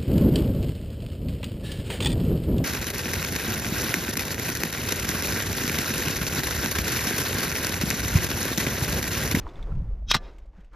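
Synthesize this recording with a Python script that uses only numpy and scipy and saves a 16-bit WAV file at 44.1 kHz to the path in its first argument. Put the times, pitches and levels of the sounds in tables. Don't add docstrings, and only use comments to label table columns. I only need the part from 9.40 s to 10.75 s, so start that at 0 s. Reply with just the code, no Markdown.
import sys
import numpy as np
from scipy import signal
from scipy.fft import rfft, irfft, next_fast_len
from scipy.io import wavfile
from scipy.ndimage import map_coordinates

SR = 44100
rng = np.random.default_rng(int(sys.argv[2]) if len(sys.argv) > 2 else 0)


def store_pcm(level_fs):
    pcm = np.round(np.clip(level_fs, -1, 1) * 32767).astype(np.int16)
    wavfile.write(sys.argv[1], SR, np.atleast_2d(pcm).T)


N = 59535
T = np.arange(N) / SR
LN_1000 = np.log(1000)


def amp(db):
    return 10 ** (np.asarray(db) / 20)


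def unit(x):
    return x / np.sqrt(np.mean(x ** 2) + 1e-20)


def along(points, hz):
    freqs, values = np.transpose(points)
    return np.interp(np.log(hz + 1), np.log(freqs + 1), values)


def curves(rows):
    times, *columns = np.transpose(rows)
    return [np.interp(T, times, column) for column in columns]


def wobble(rate):
    return map_coordinates(rng.standard_normal(2048), [T * rate], mode="mirror")


def filtered(x, response):
    size = next_fast_len(N + SR // 2)
    return irfft(rfft(x, size) * response(np.fft.rfftfreq(size, 1 / SR)), size)[..., :N]


def noise(spectrum):
    return unit(filtered(rng.standard_normal(N), lambda hz: amp(along(spectrum, hz))))


def resonance(f, hz, width):
    return 1j * f * width / (hz * hz - f * f + 1j * f * width)


def band(hz, width):
    return unit(filtered(rng.standard_normal(N), lambda f: resonance(f, hz, width * hz) ** 2))


def fade(start, t60, attack):
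    age = np.maximum(T - start, 0)
    return np.exp(-LN_1000 * age / t60) * (1 - np.exp(-age / attack))


def bump(peak, sigma):
    return np.exp(-((T - peak) / sigma) ** 2 / 2)


def ring(start, modes, scatter_db=0.5):
    t = np.arange(SR // 2) / SR
    tone = np.zeros_like(t)
    for hz, db, t60 in modes:
        gain = amp(db + scatter_db * rng.standard_normal())
        tone += gain * np.exp(-LN_1000 * t / t60) * np.sin(2 * np.pi * (hz * t + rng.random()))
    attack = 1 - np.exp(-t / 0.00065)
    return np.pad(tone * attack, (round(start * SR), N))[:N]


# time in seconds, level in dB.
RUMBLE_LEVELS = [(0, -38.5), (.05, -30.5), (.115, -48), (.17, -32), (.3, -29), (.4, -28), (.52, -30),
                 (.66, -31), (.82, -37), (.94, -47.5), (1.07, -40), (1.13, -47.5), (1.2, -44.5),
                 (1.35, -50.5)]
FLUTTER_LEVELS = [(0, -46.5), (.12, -52.5), (.28, -46.5), (.35, -34), (.5, -44.5), (.59, -64.5),
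                  (.69, -41.5), (.82, -57.5), (.95, -60.5), (1.13, -74.5), (1.35, -63)]
# frequency in Hz, relative level in dB.
RUMBLE_SPECTRUM = [(15, -6.5), (28, 2.5), (45, 0.5), (70, -5.5), (100, -26), (200, -27), (500, -81)]
FLUTTER_SPECTRUM = [(50, -5), (100, 5.5), (150, -1.5), (220, -7.5), (320, -19.5), (800, -67.5)]
# peak time in seconds, level in dB, pitch in Hz, sigma in seconds.
AIR_PUFFS = [(.326, -30.5, 143.6, 0.0076), (.372, -26.5, 131, 0.012), (.426, -27, 143, 0.004),
             (0.491, -28.5, 105, 0.0074), (1.19, -42.5, 181.6, 0.0075)]


def wind():
    rumble_db, = curves(RUMBLE_LEVELS)
    flutter_db, = curves(FLUTTER_LEVELS)
    puffs = sum(amp(db) * bump(peak, sigma) * np.sin(2 * np.pi * (hz * (T - peak) + rng.random()))
                for peak, db, hz, sigma in AIR_PUFFS)
    return amp(rumble_db) * noise(RUMBLE_SPECTRUM) + amp(flutter_db) * noise(FLUTTER_SPECTRUM) + puffs


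# time in seconds, cloth level in dB, grass level in dB.
RUSTLE_LEVELS = [(0, -49, -58), (.05, -48.5, -64.5), (.08, -45, -56.5), (.13, -50.5, -64.5),
                 (.17, -50.5, -59.5), (.25, -50.5, -63.5), (.3, -46.5, -64), (.37, -54.5, -69),
                 (.5, -56.5, -72), (.58, -60.5, -74.5), (.66, -65, -78.5), (.8, -52, -64.5),
                 (.865, -48.5, -64), (.94, -57.5, -66.5), (1.02, -64.5, -72), (1.11, -67.5, -81),
                 (1.18, -61, -70.5), (1.25, -66, -73), (1.305, -73, -79), (1.35, -54, -66)]
# frequency in Hz, relative level in dB.
CLOTH_SPECTRUM = [(120, -23), (300, 6.5), (600, 0.5), (1200, -7), (2000, -19.5), (4000, -44.5)]
GRASS_SPECTRUM = [(900, -7), (2000, 3.5), (4000, -5.5), (6500, -11), (9000, -23), (12500, -26),
                  (15500, -31)]


def rustle():
    cloth_db, grass_db = curves(RUSTLE_LEVELS)
    cloth = unit(noise(CLOTH_SPECTRUM) * amp(0.46 * wobble(90)))
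    grass = unit(noise(GRASS_SPECTRUM) * amp(2.5 * wobble(490)))
    return amp(cloth_db) * cloth + amp(grass_db) * grass


# start in seconds, level in dB, pitch in Hz, t60 in seconds.
HAND_TAPS = [(0.0678, -29, 1016, 0.011), (0.074, -39, 1000, 0.04), (0.1922, -34.5, 1382, 0.017),
             (.319, -39, 1350, 0.025), (0.404, -43, 500, 0.027), (0.51, -42, 520, 0.028),
             (.623, -51, 630, 0.028), (1.054, -51, 567, 0.033), (1.134, -58, 913, 0.04)]


def taps():
    out = np.zeros(N)
    for start, db, hz, t60 in HAND_TAPS:
        tone = np.sin(2 * np.pi * hz * (T - start))
        out += amp(db) * fade(start, t60, attack=0.0003) * (tone + band(hz, width=0.2) / 2)
    return out


# start in seconds, level in dB.
METAL_CLINKS = [(0.0897, -44), (.157, -46), (0.2272, -37.5)]
# frequency in Hz, relative level in dB, t60 in seconds.
LOOSE_MODES = [(2210, -9, 0.02), (3505, -0.5, 0.02), (3637, -4.5, 0.019)]
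# frequency in Hz, relative level in dB.
TICK_SPECTRUM = [(1000, 1), (2800, 3), (5500, -6), (8000, -5), (10500, -22), (12500, -12), (15500, -26)]


def clinks():
    out = np.zeros(N)
    for start, db in METAL_CLINKS:
        tone = ring(start, LOOSE_MODES)
        tick = noise(TICK_SPECTRUM) * fade(start, t60=0.025, attack=0.0006)
        out += amp(db) * (tone + amp(-14) * tick)
    return out


# peak time in seconds, level in dB, centre in Hz, sigma in seconds.
SLEEVE_RUBS = [(.295, -54, 1000, 0.013), (1.19, -67.5, 1500, .035), (1.343, -54, 1270, 0.0113)]


def rubs():
    return sum(amp(db) * bump(peak, sigma) * band(hz, width=0.49) for peak, db, hz, sigma in SLEEVE_RUBS)


# frequency in Hz, relative level in dB.
SLIDER_MODES = [(1430, -1), (2440, -6.5), (2620, -3), (3235, 1.5), (3335, -5), (3700, -1), (3850, -1.5),
                (4430, -7.5), (5200, -0.5), (5620, -7.5), (6030, -5)]
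ACTION_MODES = [(1410, -2), (2073, 2), (2540, -2.5), (2900, -1.5), (3340, -5.5), (3890, -3), (4040, 2),
                (4230, -3.5), (5160, -5.5), (5620, -6.5)]
HOME_S = 0.73


def steel_modes(when):
    modes, t60_at_1khz = (SLIDER_MODES, 0.055) if when < HOME_S else (ACTION_MODES, 0.036)
    return [(hz, db, t60_at_1khz * (hz / 1000) ** -0.12) for hz, db in modes]


# stop time in seconds, level in dB, then swell and release in seconds per 60 dB.
STEEL_SLIDES = [(0.711, -21.5, 0.048, 0.043), (0.747, -22.5, 0.049, 0.063)]
# frequency in Hz, relative level in dB.
SCRAPE_SPECTRUM = [(200, -28.5), (900, -16), (1500, -5), (2100, -11.5), (3500, 1.5), (4600, -6.5),
                   (5800, 3), (8200, -24.5), (12000, -23), (15500, -46.5)]


def slides():
    out = np.zeros(N)
    for stop, db, swell, release in STEEL_SLIDES:
        def steel(f):
            return sum((-1) ** k * amp(level) * resonance(f, hz, LN_1000 / np.pi / t60)
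                       for k, (hz, level, t60) in enumerate(steel_modes(stop)))
        friction = unit(noise(SCRAPE_SPECTRUM) * amp(3.9 * wobble(700)))
        singing = unit(filtered(friction, steel))
        from_stop = np.maximum((stop - T) / swell, (T - stop) / release)
        envelope = np.exp(-LN_1000 * from_stop ** 1.29)
        out += amp(db) * envelope * (amp(-7.5) * friction + singing)
    return out


# start in seconds, level in dB, ring trim in dB, knock trim in dB.
STEEL_CONTACTS = [(0.6993, -35, 6.5, -12), (0.71, -21.5, 4, -11), (0.7126, -15, 1.5, -18.5),
                  (0.7143, -13.5, -0.5, 3.5), (0.7196, -25, -3, -2), (0.7388, -24, 2.5, 1.5),
                  (.7432, -15.5, 0.5, -2), (0.7484, -16.5, 0.5, 5), (0.7496, -15, -4, -1),
                  (0.7562, -25, -7.5, -3.5), (0.7629, -26, -12.5, 4.5), (0.7663, -28, -5, 3.5)]
# frequency in Hz, relative level in dB.
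CRACK_SPECTRUM = [(100, -13), (500, -12.5), (1300, 5), (2000, -3), (3600, 1.5), (6000, -6.5), (8000, -14),
                  (10000, -24), (12500, -17), (14300, -28), (15500, -41)]


def contacts(knock_s=0.00014):
    thin_spectrum = [(hz, db - 1 if hz < 1700 else db) for hz, db in CRACK_SPECTRUM]
    out = np.zeros(N)
    for start, db, ring_db, knock_db in STEEL_CONTACTS:
        spectrum = thin_spectrum if start < HOME_S else CRACK_SPECTRUM
        crack = noise(spectrum) * fade(start, t60=0.026, attack=0.0001)
        tone = ring(start, steel_modes(start))
        knock = (1 - ((T - start) / knock_s) ** 2) * bump(start, knock_s)
        out += amp(db) * (amp(-1) * crack + amp(ring_db - 9) * tone + amp(knock_db + 2) * knock)
    return out


# start in seconds, level in dB, pitch in Hz, t60 in seconds.
STOCK_THUMPS = [(0.7083, -35, 170.4, 0.075), (0.7476, -25.5, 386, 0.035), (.7518, -12.5, 137.1, 0.026),
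                (0.7616, -27.5, 217, 0.039), (0.7656, -23, 159.5, 0.028)]


def stock():
    return sum(amp(db) * fade(start, t60, attack=0.00031) * np.sin(2 * np.pi * hz * (T - start))
               for start, db, hz, t60 in STOCK_THUMPS)


# frequency in Hz, level in dB, t60 in seconds.
BARREL_MODES = [(664, -44.5, 0.26), (776.4, -25, 0.06), (1180, -41.5, 0.28), (1213, -17, 0.057),
                (1530, -59.5, 0.8), (1725, -45, 0.28)]


def barrel():
    return ring(0.7432, BARREL_MODES)


def echo(x, delay_s=0.135, spread_s=0.014, dull_hz=7800):
    scatter = rng.standard_normal(N) * bump(delay_s, spread_s)
    returned = signal.fftconvolve(x, scatter / np.linalg.norm(scatter))[:N]
    return amp(-34) * filtered(returned, lambda hz: 1 / (1 + (hz / dull_hz) ** 2) ** 2)


# start in seconds, level in dB.
STALK_TICKS = [(0.983, -52.5), (1.057, -65), (1.205, -62), (1.245, -61), (1.331, -58.5)]


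def stalks():
    envelope = sum(amp(db) * fade(start, t60=0.04, attack=0.0013) for start, db in STALK_TICKS)
    return noise(TICK_SPECTRUM) * envelope


# frequency in Hz, side over mid in dB.
STEREO_WIDTH = [(100, -60.5), (2500, -59), (5000, -28.5), (10500, -16), (11900, -2), (15000, -0.5)]


def scene():
    clicks = barrel() + contacts() + slides()
    gun = clicks + echo(clicks) + stock() + clinks() + taps() + rubs()
    mid = gun + stalks() + wind() + rustle()
    side = filtered(mid, lambda hz: 1j * amp(along(STEREO_WIDTH, hz)) * np.exp(-0.3j))
    return np.array([mid + side, mid - side])


def record(dry):
    return filtered(dry, lambda hz: hz < 15300)


dry = scene()
out = record(dry)
store_pcm(out)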